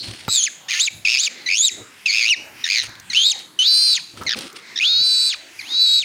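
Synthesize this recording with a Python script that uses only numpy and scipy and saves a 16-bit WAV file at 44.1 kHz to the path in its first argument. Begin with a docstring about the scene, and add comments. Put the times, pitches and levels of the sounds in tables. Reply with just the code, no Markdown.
"""A newborn piglet, held on a wooden table in a farm building, squeals close to a phone's microphone.
Its vocal folds whistle, mostly at 2-4 kHz, while a slower flap of tissue chops the breath into a rasp or a buzz.
On the table hooves knock and scrape as noise through board resonances; gloves and gown rustle as grainy noise.
Farther off the shed hums as flickering noise bands, and its echo and an earlier squeal die away.
The phone turns its gain down in each cry, and more so in the bass."""
import sys
import numpy as np
from scipy import signal
from scipy.fft import rfft, irfft
from scipy.io import wavfile
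from scipy.ndimage import uniform_filter1d

SR = 44100
rng = np.random.default_rng(int(sys.argv[2]) if len(sys.argv) > 2 else 0)


def store_pcm(level_fs):
    """Save levels as 16-bit WAV."""
    pcm = np.round(np.clip(level_fs, -1, 1) * 32767).astype(np.int16)
    wavfile.write(sys.argv[1], SR, np.atleast_2d(pcm).T)


N = 266364
TIME = np.arange(N) / SR

# the piglet's cries, one curve each:
# (time [s], pitch before the flap bends it [Hz], effort [dB], second partial against the first [dB])
CRY_CURVES = [
    [(0.288, 3798, -21, 5), (0.33, 3980, -9.5, 14), (0.38, 3480, -3.5, 6.5), (0.42, 3075, -9.5, -0.5),
     (0.445, 3530, -11.5, 12), (0.46, 3020, -12, -0.5), (0.483, 1670, -9, -26)],
    [(0.686, 1750, -21, -7), (0.712, 2295, -13.5, -23), (0.745, 1744, -9.5, -7), (0.787, 1835, -15.5, -44),
     (0.8, 3110, -5, 2.5), (0.818, 3690, -2, 4.5), (0.845, 4005, -10.5, 4.5), (0.866, 3450, -14, 9),
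     (0.883, 2265, -2, -35)],
    [(1.052, 2616, 0.5, -16.5), (1.075, 2270, -3, -14), (1.1, 2560, -3, -7.5), (1.18, 2377, -5.5, -7.5),
     (1.2, 3226, -14.5, 9), (1.225, 3803, -11.5, 2), (1.255, 3694, -9.5, 7), (1.279, 2290, -6.5, -17)],
    [(1.463, 2036, -16.5, -4), (1.48, 1945, -11, -8), (1.495, 2300, -3.5, -21.5), (1.54, 2395, -1.5, -9.5),
     (1.59, 3343, -10.5, 5), (1.61, 3404, -6, 9.5), (1.65, 3872, 1, 6), (1.68, 3511, -4.5, 7.5),
     (1.7, 1941, -17.5, -13)],
    [(2.06, 2692, 2, -23.5), (2.1, 2184, -8.5, -4), (2.19, 2507, -1.5, -15.5), (2.24, 2106, -3.5, -7),
     (2.285, 2692, -3, -23), (2.31, 2955, 5, -9), (2.33, 2480, 8, -18), (2.347, 1818, -7, -9.5)],
    [(2.642, 1880, -16, 5.5), (2.662, 1765, -10, -11), (2.685, 1750, -19, -9.5), (2.705, 2250, -7.5, -7.5),
     (2.74, 2300, -5, -8.5), (2.78, 1916, -6, -4), (2.82, 1774, -20, 3.5), (2.87, 1768, -49, -18)],
    [(3.102, 2064, -23.5, 2), (3.13, 1787, -25.5, -7), (3.14, 2325, -14, -7), (3.175, 3070, 9.5, -28),
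     (3.23, 3250, 2, -11.5), (3.27, 3843, 2.5, -6.5), (3.31, 3770, -3.5, 2.5), (3.325, 2737, -10, -0.5),
     (3.342, 1878, -29, -10)],
    [(3.592, 3011, 4, -13.5), (3.628, 3048, 6.5, -20.5), (3.64, 3250, -2, -21), (3.68, 4047, 2.5, -19),
     (3.75, 4116, 1.5, 0.5), (3.86, 4230, -2, 0.5), (3.935, 3987, -0.5, -3), (3.965, 3235, -7, 0.5),
     (3.98, 1976, -11, -17), (4.0, 1189, -38, 9)],
    [(4.267, 2168, -12.5, -12.5), (4.3, 1750, -14, 2), (4.33, 1609, -11, -5.5), (4.348, 1200, -15, -4.5)],
    [(4.76, 1808, -21.5, 0.5), (4.79, 1702, -19.5, 7.5), (4.81, 2419, -7.5, -42), (4.83, 2545, 0, -16),
     (4.855, 3337, 3.5, -61), (4.9, 3780, -1.5, -51), (4.96, 3842, -1, -55), (5.05, 4077, -2, -5.5),
     (5.19, 3977, -3, 1), (5.29, 4050, -6, 3.5), (5.32, 3212, -11, -14), (5.347, 1200, -17.5, -1)],
    [(5.593, 2415, -19, -15), (5.62, 1815, -27, -8), (5.66, 2640, -34, -34), (5.7, 3660, -26, -29),
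     (5.75, 3887, -10, -29), (5.82, 4030, 4, -15), (5.9, 3860, 0.5, -5.5), (5.99, 3940, 1, -7),
     (6.015, 3644, -9, -6.5), (6.038, 2210, -15.5, -22)],
]

ROOM_T60_S, ROOM_DB, ROOM_GAP_S = 0.47, -24, 0.0088  # decay time, echo level, wait before the echo
ROOM_FADE = np.exp(-np.log(1000) * TIME / ROOM_T60_S)


def undb(db):
    """Amplitude factor of a level in dB."""
    return 10 ** (np.asarray(db) / 20)


def unit(x):
    """Scale to an RMS of 1."""
    return x / np.sqrt(np.mean(x ** 2))


def band(x, hz, width):
    """Resonance of gain 1 at its centre."""
    return signal.lfilter(*signal.iirpeak(hz, hz / width, SR), x)


def body(x, modes):
    """Neighbouring resonances ring in opposite sign."""
    return sum((-1) ** k * undb(db) * band(x, hz, width) for k, (hz, width, db) in enumerate(modes))


def colour(x, points):
    """Filter through (frequency [Hz], gain [dB]) points."""
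    hz, db = np.transpose(points)
    bins_hz = np.fft.rfftfreq(N, 1 / SR)
    gain = undb(np.interp(np.log(bins_hz + 1), np.log(hz), db))
    return irfft(rfft(x) * gain, N)


def walk(rate):
    """Random levels held 1 / rate s and slewed; spread 1."""
    k = int(SR / rate)
    steps = np.repeat(rng.standard_normal(N // k + 1), k)
    return unit(uniform_filter1d(steps, k)[:N])


def sounding(tables, rise_s, fall_s):
    """A window that is open within each table, and the joined columns of all tables."""
    s, *columns = np.concatenate(tables).T
    window = 0
    for rows in tables:
        start, end = rows[0][0], rows[-1][0]
        window = window + np.interp(TIME, [start - rise_s, start, end, end + fall_s], [0, 1, 1, 0])
    return window, [np.interp(TIME, s, c) for c in columns]


def strokes(rows, rise_s, rise_db):
    """A stroke swells to its level and fades until it ends."""
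    return [[(s, db + rise_db, *rest), (s + rise_s, db, *rest), (s + length, db + fade, *rest)]
            for s, length, db, fade, *rest in rows]


def shed():
    """Fans and distant animals blend into a noise floor whose third-octave bands flicker."""
    # spectrum of the floor: (frequency [Hz], relative density [dB per Hz])
    floor_points = [(18, -71), (30, -39), (112, -6.5), (306, -1), (480, -7.5), (593, -8.5), (1490, -6),
                    (2050, -0.5), (2470, -3.5), (10500, -17.5), (13000, -30), (14800, -1), (16500, -38)]
    floor_db = -44
    hz, db = np.transpose(floor_points)
    centres = 40 * 2 ** np.arange(0, 8.7, 1 / 3)
    # a band gathers more power the wider it is
    levels = np.interp(np.log(centres), np.log(hz), db) + 10 * np.log10(centres)
    floor = 0
    for centre, level in zip(centres, levels):
        noise = rng.standard_normal(N)
        narrow = band(band(noise, centre, centre / 3), centre, centre / 3)
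        floor = floor + undb(level + 5.64 * walk(6.7)) * unit(narrow)
    return undb(floor_db) * unit(floor)


def earlier_cry():
    """A squeal from just before still rings in the shed: band noise that dies away at the room's rate."""
    # what is left of it: (centre [Hz], width [Hz], level at the start [dB])
    ringing = (4290, 590, -28)
    hz, width, db = ringing
    noise = rng.standard_normal(N)
    return undb(db) * ROOM_FADE * unit(band(band(noise, hz, width), hz, width))


def shed_echo(near):
    """The shed's walls return the near sounds as a dense tail of decaying noise."""
    tail = rng.standard_normal(SR) * ROOM_FADE[:SR] * (TIME[:SR] > ROOM_GAP_S)
    return undb(ROOM_DB) * signal.fftconvolve(near, tail / np.linalg.norm(tail))[:N]


def cloth():
    """Gown and gloves rub in crackly grains of noise through broad resonances, with single ticks."""
    # gown rustle: (start [s], length [s], level [dB], change by its end [dB])
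    rustles = [(0.02, 0.24, -34.5, -10.5), (2.82, 0.1, -28.5, -42), (3.385, 0.23, -41.5, -46),
               (4.16, 0.082, -38, -10), (4.35, 0.13, -33.5, -3.5), (4.55, 0.04, -34, -14)]
    # resonances of the cloth: (centre [Hz], width [Hz], gain [dB])
    cloth_modes = [(1510, 1760, -5), (3030, 1380, 3.5), (5130, 1850, -2), (9100, 990, -5.5)]
    # glove and gown ticks: (time [s], peak [dB], centre [Hz])
    ticks = [(2.8924, -30, 5170), (2.9537, -35, 3540), (2.9987, -28, 5630), (3.3908, -22, 3960),
             (4.2346, -26.5, 6130), (4.388, -17.5, 3810), (4.5285, -32, 6850)]
    rise_s, rise_db = 0.017, -18
    window, (db,) = sounding(strokes(rustles, rise_s, rise_db), 0.0085, 0.067)
    grains = rng.standard_normal(N) * undb(2.9 * walk(280))
    out = window * undb(db) * unit(body(grains, cloth_modes))
    for t, peak_db, hz in ticks:
        burst = rng.standard_normal(400) * np.exp(-TIME[:400] / 0.0033)
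        tick = band(burst, hz, 0.3 * hz)
        start = int(t * SR)
        out[start:start + 400] += undb(peak_db) * tick / np.abs(tick).max()
    return out


def table():
    """Stick-slip drags and hoof knocks ring the same boards."""
    # body and hooves dragged over the boards:
    # (start [s], length [s], level [dB], change by its end [dB], deepest mode against the others [dB])
    drags = [(0.0, 0.34, -45.5, -14, 3.5), (0.9, 0.11, -60.5, -3, 18), (1.72, 0.37, -40, -44, -5.5),
             (2.34, 0.32, -50, -8, -7), (2.8, 0.29, -48.5, -17, 5), (4.14, 0.17, -38.5, -5, -2),
             (4.32, 0.23, -33, -26, -17), (4.87, 0.23, -49, -2, 8.5)]
    # resonances of the boards: (centre [Hz], width [Hz], gain [dB])
    board_modes = [(105.6, 29, 2.5), (240, 144, 3.5), (368, 88, 7), (500, 160, 1), (850, 195, 3.5),
                   (1310, 110, 17.5)]
    # hoof knocks: (time [s], peak [dB], hardness [0-1])
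    knocks = [(0.148, -42, 1), (0.28, -11, 0.88), (4.174, -29, 1), (4.213, -22.5, 0.36), (4.225, -28, 0.7)]
    rise_s, rise_db = 0.064, -16.5
    window, (db, deep_db) = sounding(strokes(drags, rise_s, rise_db), 0.012, 0.06)
    rub = rng.standard_normal(N) * undb(4.5 * walk(40))
    drag = unit(body(rub, board_modes[1:4])) + undb(deep_db) * unit(body(rub, board_modes[:1]))
    out = window * drag * undb(db)
    age = TIME[:4000]
    for t, peak_db, hard in knocks:
        # a softer contact pushes for longer and wakes fewer high modes
        push = np.exp(-age / (0.03 * (1.05 - np.clip(hard, 0, 1))))
        push = push * (1 + 1.1 * rng.standard_normal(4000))
        click = 0.059 * hard * np.diff(push, prepend=0)
        ring = body(push, board_modes) + click
        start = int(t * SR)
        out[start:start + 4000] += undb(peak_db) * ring / np.abs(ring).max()
    return out


def flap():
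    """Rate, depth, breath and roughness of the flap through two stages a cry, then letting go."""
    # the flap's first and second stage in each cry, one row a cry:
    # many rasp and then buzz, some rasp throughout, one starts almost clean
    # (first takes hold in [s], time of change [s], second takes hold in [s],
    #  first from [Hz], first to [Hz], second from [Hz], second to [Hz], first depth [0-1], second depth [0-1],
    #  first breath [dB], second breath [dB], first roughness [0-1], second roughness [0-1])
    flap_rows = [ (0.0282, 0.36, 0.056, 166, 200, 200, 233, 0.3, 0.3, -17.5, -14.5, 0.61, 0.53),
                 (0.0231, 0.8, 0.039, 95, 380, 230, 290, 0.95, 0.3, -6.5, -13, 0.32, 0.5),
                 (0.025, 1.206, 0.025, 101, 132, 170, 205, 0.75, 0.35, -14, -10.5, 0.47, 0.56),
                 (0.0349, 1.604, 0.048, 80, 121, 200, 216, 0.75, 0.15, -18, -17.5, 0.32, 0.41),
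                 (0.06, 2.31, 0.011, 105, 120, 100, 106, 0.65, 0.15, -14, -21, 0.45, 0.21),
                 (0.03505, 2.87, 0.0088, 88, 136.5, 130, 130, 0.85, 0.5, -14, -3, 0.55, 0.47),
                 (0.03, 3.168, 0.06, 65.7, 85, 300, 600, 0.71, 0.45, -15.5, -17, 0.38, 0.36),
                 (0.029, 3.63, 0.057, 520, 710, 530, 520, 0.12, 0.86, -15.5, -12.5, 0.25, 0.26),
                 (0.0303, 4.355, 0.01, 85, 111, 110, 95, 0.78, 0.9, -23, -26, 0.57, 0.6),
                 (0.013, 4.83, 0.12, 63, 107, 480, 530, 0.89, 0.62, -18, -11.5, 0.23, 0.2),
                 (0.011, 5.645, 0.17, 57, 55.5, 480, 516, 0.6, 0.38, -31, -15.5, 0.3, 0.29), ]
    change_s, let_go_s = 0.022, 0.045  # first stage gives way, cry slackens
    loose_start, loose_change, loose_end = 0.1984, 0.257, 0.41  # share of depth left at those moments
    smooth_hold, smooth_end = 0.6, 0.5  # share of roughness: at the start and as the second holds; at the end
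    breath_end_db = -3.5  # change of breath as the cry ends
    rows = []
    for cry, row in zip(CRY_CURVES, flap_rows):
        grip, change, hold, hz0, hz1, hz2, hz3, deep0, deep1, db0, db1, rough0, rough1 = row
        start, end = cry[0][0], cry[-1][0]
        times = [start, start + grip / 2, start + grip, change - change_s,
                 change, change + hold, end - let_go_s, end]
        times = np.maximum.accumulate(np.clip(times, start, end))
        rates = [hz0, hz0, hz0, hz1, hz2, hz2, hz3, hz3]
        depths = [deep0 * loose_start, deep0 * loose_start, deep0, deep0,
                  deep1 * loose_change, deep1, deep1, deep1 * loose_end]
        breaths = [db0, db0, db0, db0, db1, db1, db1, db1 + breath_end_db]
        roughs = [rough0 * smooth_hold, rough0 * smooth_hold, rough0, rough0,
                  rough1, rough1 * smooth_hold, rough1, rough1 * smooth_end]
        rows += zip(times, rates, depths, breaths, roughs)
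    s, *columns = np.transpose(rows)
    return [np.interp(TIME, s, c) for c in columns]


def flap_turns(flap_hz, rough):
    """Count the flap's turns, its rate unsteady where it is rough."""
    jitter = rough * (.2 * walk(150) + .3 * walk(600))
    turns = np.cumsum(flap_hz * (1 + jitter)) / SR
    # every cry begins with an opening of the flap
    starts = np.array([0] + [int(cry[0][0] * SR) for cry in CRY_CURVES])
    latest = starts[np.searchsorted(starts, np.arange(N), side="right") - 1]
    turns = turns - turns[latest] + 0.108
    return turns.astype(int), turns % 1


def whistle(hz, second_db, bend, chop, leak, rough):
    """The folds' pitch and its overtones; rough folds waver in phase and level."""
    angle = 2 * np.pi * np.cumsum(hz * bend) / SR
    partials_db = [0 * hz, second_db, second_db - 5.5, second_db - 22.0]
    tone = 0
    for k, db in enumerate(partials_db, 1):
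        waver = (k - 1) * 0.72 * rough * walk(700)
        gate = chop if k == 1 else leak
        audible = k * hz < 15500
        tone = tone + gate * np.sqrt(2) * undb(db) * np.sin(k * angle + waver) * audible
    return tone * undb(7.85 * rough * walk(900)), angle


def breath_noise(cycle, size, chop, leak, rough, angle):
    """Slaps of the closing flap and turbulent hiss ring the cavities, with a ragged strand of tone."""
    # cavities that the breath rings: (centre [Hz], width [Hz], gain [dB])
    cavities = [(2477, 82, 5), (6470, 220, 4)]
    # the flap slaps shut once a turn; rough breath turns the slaps to hiss
    slaps = (np.diff(cycle, prepend=0) > 0) * size * 4.2
    hiss = 5.5 * rough * leak * rng.standard_normal(N)
    source = (1 - rough) ** 3 * slaps + hiss
    ringing = sum(undb(g) * band(source, f, w) for f, w, g in cavities)
    # a ragged second strand rides 950 Hz above the whistle
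    strand = 4.05 * rough * chop * walk(800) * np.sin(angle + 2 * np.pi * 950 * TIME)
    # the slaps also ring a deep cavity
    deep = 6.1 * band(band(slaps, 1340, 400), 1340, 400)
    return 0.68 * source + ringing + strand + deep


def piglet():
    """Whistling folds and turbulent breath, chopped and bent in pitch by the flap, pass throat and mouth."""
    # throat and mouth: (frequency [Hz], gain [dB])
    throat_points = [(700, -84), (1050, -21.5), (1450, -16.5), (1800, -14), (2400, -8), (3300, -9.5),
                     (4400, -0.5), (5200, -3), (5850, -7.5), (6600, -5), (7600, -17.5), (8250, -21.5),
                     (9200, -12.5), (10200, -27.5), (13500, -37.5), (15200, -31.5)]
    rise_s, fall_s = .003, .006
    breath_lag = 0.36  # share of each dB of effort that the breath does not follow
    window, (hz, effort_db, second_db) = sounding(CRY_CURVES, rise_s, fall_s)
    flap_hz, depth, breath_db, rough = flap()
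    breath_db = breath_db - breath_lag * effort_db
    depth, rough = np.clip(depth, 0, 1), np.clip(rough, 0, 1)
    cycle, phase = flap_turns(flap_hz, rough)
    # rough turns differ in size
    size = undb(1.8 * rough * rng.standard_normal(N)[cycle])
    # the flap opens faster than it closes; a slow flap stays shut for longer
    sharp = 2 + 100.0 / flap_hz
    opening = np.sin(np.pi * phase ** .45) ** sharp * np.sqrt(1.1 * sharp + 1)
    chop = (1 - depth + depth * opening * size) / np.sqrt(1 + 0.067 * sharp * depth ** 2)
    # overtones and hiss go on through the narrowing gap
    leak = 0.91 * chop + 0.23 * (1 - depth ** 4)
    # more pressure lifts the pitch, so the lines above the whistle are the stronger
    lift = 0.09 * depth * (opening - 1)
    # the pitch sags through each turn, and rough folds wobble
    sag = (0.03 + 7.5 / flap_hz) * depth * (.5 - phase)
    bend = 1 + lift + sag + 0.032 * rough * walk(1100)
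    tone, angle = whistle(hz, second_db, bend, chop, leak, rough)
    breath = breath_noise(cycle, size, chop, leak, rough, angle)
    return colour(window * undb(effort_db) * (tone + undb(breath_db) * breath), throat_points)


def scene():
    """Piglet, table and cloth close by, with the shed around them."""
    near = piglet() + table() + cloth()
    return (near + shed_echo(near) + earlier_cry() + shed())[None]


def record(dry):
    """The phone's gain control roughly halves every dB over the knee, then loud peaks round off."""
    knee_db, ratio = -25.5, 1.937
    sense_s, ahead_s = .025, .004
    bass_hz, bass_duck = 990, 0.13  # below this the gain falls further, in dB per dB over the knee
    top_hz = 16300
    # it weighs the last moments and looks a little ahead
    size = int(sense_s * SR)
    power = uniform_filter1d(dry ** 2, size, axis=1, origin=size // 2 - int(ahead_s * SR))
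    over_db = np.maximum(10 * np.log10(power + 1e-12) - knee_db, 0)
    held = dry * undb(-over_db * (1 - 1 / ratio))
    bass = signal.sosfilt(signal.butter(2, bass_hz, fs=SR, output="sos"), held)
    held = held - bass * (1 - undb(-bass_duck * over_db))
    # the microphone port rings near the top of its range
    held = held + 2.8 * band(held, 15000, 730)
    top_cut = signal.ellip(10, .2, 80, top_hz, fs=SR, output="sos")
    return signal.sosfilt(top_cut, np.tanh(held))


dry = scene()
out = record(dry)
store_pcm(out)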